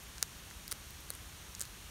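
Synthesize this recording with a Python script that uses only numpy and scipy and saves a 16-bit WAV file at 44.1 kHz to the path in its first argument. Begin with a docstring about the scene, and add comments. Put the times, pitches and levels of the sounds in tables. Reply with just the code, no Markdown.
"""A cat chews a small fish on dry leaves, close by: four bites, a little over two a second.
In each bite thin bones snap: sharp, coloured pulses with splintery noise and a hollow mouth knock.
A low jaw thud joins each bite, and leaf litter scatters the sound briefly, with one faint reflection.
Faint random ticks of wet mouth and dry leaves fall all through, made like small snaps.
Behind lie shaped noise for a steady outdoor hiss and a distant rumble, and a faint wavering hum."""
import sys
import numpy as np
from scipy import signal
from scipy.fft import rfft, irfft
from scipy.io import wavfile

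SR = 44100
rng = np.random.default_rng(int(sys.argv[2]) if len(sys.argv) > 2 else 0)


def to_wav(s):
    """Save 16-bit WAV."""
    ch = np.atleast_2d(s).T  # columns
    pcm = np.round(np.clip(ch, -1, 1) * 32767)  # PCM
    wavfile.write(sys.argv[1], SR, pcm.astype(np.int16))


N = 83790  # length of the scene in samples

LEAD_S = 0.001  # room before the main click for the short smear left by evening out the spectrum

# One row per snap, or per extra ringing part of a snap. The knock level is relative to the bone part.
# Columns: break_s, level_db, ring_hz, ring_db, ring_width_octaves, knock_db
BONE_SNAPS = [(0.0373, -31.5, 12100, 25, 0.23, -15), (0.182, -22.5, 5830, 22, 0.7, -5.5),
              (0.2275, -2, 6330, 9, 0.25, -12.5), (0.5039, -30, 6500, 9, 0.21, -17),
              (0.5113, -27.5, 6500, 17, 0.36, 5), (0.6797, -20, 12300, 7, 0.2, -12),
              (0.6793, -26, 4840, 19, 0.15, -15), (0.7133, -16, 9900, 12, 0.12, -24),
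              (0.7144, -19.5, 5800, 5, 0.18, -19), (0.7184, -17, 9400, 12, 0.12, -12),
              (0.7194, -13, 5600, 7, 0.16, -6), (0.724, -19, 7800, 1, 0.72, -28),
              (0.7255, -12, 11100, 6, 0.49, -9.5), (0.9072, -26.5, 12300, 11, 0.11, -8),
              (1.0058, -32, 12500, 22, 0.13, -26), (1.0905, -31, 4400, 12, 0.13, -6),
              (1.1038, -12.5, 10700, 18, 0.53, -30), (1.1042, -21, 4140, 18, 0.15, -4.5),
              (1.1375, -27, 9000, 1, 0.35, -7), (1.152, -24, 10500, 17, 0.47, -19),
              (1.5503, -22, 6150, 18, 0.53, -24), (1.5511, -24, 6860, 18, 0.17, -37),
              (1.5959, -19.5, 9400, 19, 0.75, -19), (1.6073, -13.5, 7000, 17, 0.25, -14.5),
              (1.6142, -10.5, 8160, 14, 0.6, -20), (1.6224, -16.5, 8150, 6, 0.31, -11.5),
              (1.6335, -27.5, 7100, 6, 0.32, -25), (1.635, -29, 6800, 22, 0.17, -12),
              (1.6533, -24.5, 4400, 7, 1, -11)]
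# The jaw jolts shut as the bone gives way, once per bite. Columns: start_s, level_db, pitch_hz
JAW_THUDS = [(.2282, -28.5, 476), (.7245, -28.5, 420), (1.1048, -29.5, 540), (1.613, -33, 520)]


def chewing():
    """Four bites: every snap part and jaw thud is placed at its own time and level."""
    out = np.zeros(N)
    for break_s, level_db, *colour in BONE_SNAPS:
        add(out, break_s - LEAD_S, amp(level_db) * snap(*colour))
    for start_s, level_db, pitch_hz in JAW_THUDS:
        add(out, start_s, amp(level_db) * thud(pitch_hz))
    return out


# Colour of breaking bone, shared by all snaps and ticks. Columns: pitch_hz, level_db
BONE_COLOUR = [(100, -38), (1000, -24), (2500, -13.5), (3700, -3), (4600, -1), (5900, -4), (7200, -6.5),
               (8300, -2.5), (9700, 0), (10700, -7), (12300, -8), (13500, -4.5), (15400, -8.5),
               (17000, -13.5)]
# Hollow knock of the mouth around the bone. 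Columns: pitch_hz, level_db
MOUTH_COLOUR = [(100, -43), (700, -15), (1000, -9.5), (1450, -0.5), (2000, -3), (2600, -11.5), (4000, -11),
                (17000, -60)]
# Splintery noise that starts with the main break and dies away:
# level relative to the break before evening out, and decay of the starting noise
SPLINTER_DB, SPLINTER_DECAY_S = 0.5, 0.0036


def snap(ring_hz, ring_db, ring_octaves, knock_db, size=4096):
    """A bone breaks and splinters: a sudden release rings the bone and the hollow mouth around it."""
    hz = np.fft.rfftfreq(size, 1 / SR)
    octaves_away = np.log2((hz + 1) / ring_hz)
    ring = ring_db * np.exp(-.5 * (octaves_away / ring_octaves) ** 2)
    bone = unit(amp(read(BONE_COLOUR, hz) + ring))
    mouth = amp(knock_db) * unit(amp(read(MOUTH_COLOUR, hz)))
    colour = np.hypot(bone, mouth)

    fracture = np.zeros(size)
    add(fracture, LEAD_S, np.ones(1))  # the main break is a single click
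    add(fracture, LEAD_S, amp(SPLINTER_DB) * burst(SPLINTER_DECAY_S))
    even_fracture = whiten(fracture)[:size // 2]
    return unit(signal.fftconvolve(pulse(colour), even_fracture)[:size])


THUD_T60_S = 0.015  # time for the thud to fall by 60 dB


def thud(hz, size=4096):
    """The jaw swings at one low pitch and is quickly damped."""
    swing = fade(THUD_T60_S) * np.sin(2 * np.pi * hz * np.arange(size) / SR)
    return unit(np.diff(swing))


# Levels are relative to the direct sound; decays are those of the starting noise
LITTER_DB, LITTER_DECAY_S = -16, 0.029
ECHO_DELAY_S, ECHO_DB, ECHO_DECAY_S = 0.0082, -23.5, 0.0072


def ground(x):
    """Leaf litter scatters the sound into a short noisy tail; something nearby adds a blurred echo."""
    response = amp(LITTER_DB) * burst(LITTER_DECAY_S)
    add(response, ECHO_DELAY_S, amp(ECHO_DB) * burst(ECHO_DECAY_S))
    return signal.fftconvolve(x, response)[:N]


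TICKS_PER_S = 10
TICK_MIN_DB, TICK_MAX_DB = -56.5, -46.5
TICK_LOW_HZ, TICK_HIGH_HZ = 3500, 14000


def ticks():
    """Wet mouth and dry leaves tick faintly: tiny snaps at random times, levels and pitches."""
    out = np.zeros(N)
    for when, size, pitch in rng.random((round(TICKS_PER_S * N / SR), 3)):
        hz = TICK_LOW_HZ * (TICK_HIGH_HZ / TICK_LOW_HZ) ** pitch
        level_db = TICK_MIN_DB + (TICK_MAX_DB - TICK_MIN_DB) * size
        tick = snap(hz, ring_db=5, ring_octaves=.35, knock_db=-15)
        add(out, when * N / SR, amp(level_db) * tick)
    return out


# Colour of the outdoor hiss. Columns: pitch_hz, level_db (per Hz, relative)
HISS_COLOUR = [(100, -10.5), (330, 2.5), (520, -2.5), (750, -2.5), (1000, 0), (1500, 0), (2300, -1.5),
               (2900, 0), (4300, -2), (4950, -6.5), (5600, -1.76), (6700, -1.5), (7600, -7), (8900, -3.5),
               (9800, -5.5), (10400, -10.5), (11200, -6), (13200, -8.5), (15650, -13), (16000, -42)]
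HISS_DB = -53


def hiss():
    """Steady outdoor hiss: random noise shaped by its colour."""
    return amp(HISS_DB) * noise(HISS_COLOUR)


# Colour of the distant rumble. Columns: pitch_hz, level_db (per Hz, relative)
RUMBLE_COLOUR = [(15, -54), (23, -16), (36, -5.5), (50, 1), (62, -1), (85, -1), (115, -9), (185, -9.5),
                 (250, -21), (500, -44), (2000, -86)]
RUMBLE_DB = -55


def rumble():
    """Low distant rumble: random noise kept to the deep pitches."""
    return amp(RUMBLE_DB) * noise(RUMBLE_COLOUR)


HUM_HZ, HUM_DB = 60.25, -65
HUM_WAVER, WAVER_HZ = 0.56, 4.8  # rms depth as a fraction; pitch above which the waver falls away


def hum():
    """A faint low tone whose strength wavers slowly and randomly."""
    waver = noise([(WAVER_HZ, 0), (2 * WAVER_HZ, -40), (10 * WAVER_HZ, -100)])
    tone = np.sin(2 * np.pi * (HUM_HZ * np.arange(N) / SR + rng.random()))
    wavering = (1 + HUM_WAVER * waver) * tone
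    return amp(HUM_DB) * wavering / wavering.std()


def background():
    """Hiss, rumble and hum sound together beneath the chewing."""
    return hiss() + rumble() + hum()


def amp(db):
    """Turns decibels into a plain multiplier."""
    return 10 ** (np.asarray(db) / 20)


def unit(x):
    """Scales a short sound or spectrum to energy 1."""
    return x / np.sqrt(np.sum(x ** 2) + 1e-20)


def read(points, hz):
    """Reads levels between the points of a colour table, with pitch on a log scale."""
    f, db = np.transpose(points)
    return np.interp(np.log(hz + 1), np.log(f + 1), db)


def add(mix, s, sound):
    """Mixes a sound in at a time in seconds."""
    part = mix[max(round(s * SR), 0):][:len(sound)]
    part += sound[:len(part)]


def fade(t60, size=4096):
    """Smooth decay that falls by 60 dB in t60 seconds."""
    return np.exp(-np.log(1000) * np.arange(size) / SR / t60)


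def whiten(x):
    """Evens out the spectrum of a short sound and keeps its phases."""
    z = rfft(x)
    return irfft(z / (abs(z) + 1e-12))


def burst(decay_s, size=4096):
    """Dying noise of energy 1 with a nearly even spectrum."""
    decay = fade(decay_s, size=size)
    even_noise = whiten(rng.standard_normal(size) * decay)
    return unit(even_noise * np.sqrt(decay))  # fade again, since evening out smears the noise


def pulse(gain):
    """The sharpest pulse with this spectrum that never sounds before its start (minimum phase)."""
    log_gain = np.log(np.r_[gain, gain[-2:0:-1]] + 1e-9)
    return np.fft.ifft(np.exp(np.conj(signal.hilbert(log_gain)))).real


def noise(points):
    """Steady noise of rms 1 with the given colour."""
    colour = amp(read(points, np.fft.rfftfreq(N, 1 / SR)))
    x = irfft(rfft(rng.standard_normal(N)) * colour, N)
    return x / x.std()


def scene():
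    """The cat is straight ahead, so both channels carry the same sound."""
    bites = chewing()
    mono = bites + ground(bites) + ticks() + background()
    return np.array([mono, mono])


CUTOFF_HZ = 16750


def record(dry):
    """The recorder's band limit removes the highest pitches."""
    lowpass = signal.firwin(255, CUTOFF_HZ, window=("kaiser", 8), fs=SR)
    return signal.oaconvolve(dry, lowpass[None], "same", axes=1)


dry = scene()
out = record(dry)
to_wav(out)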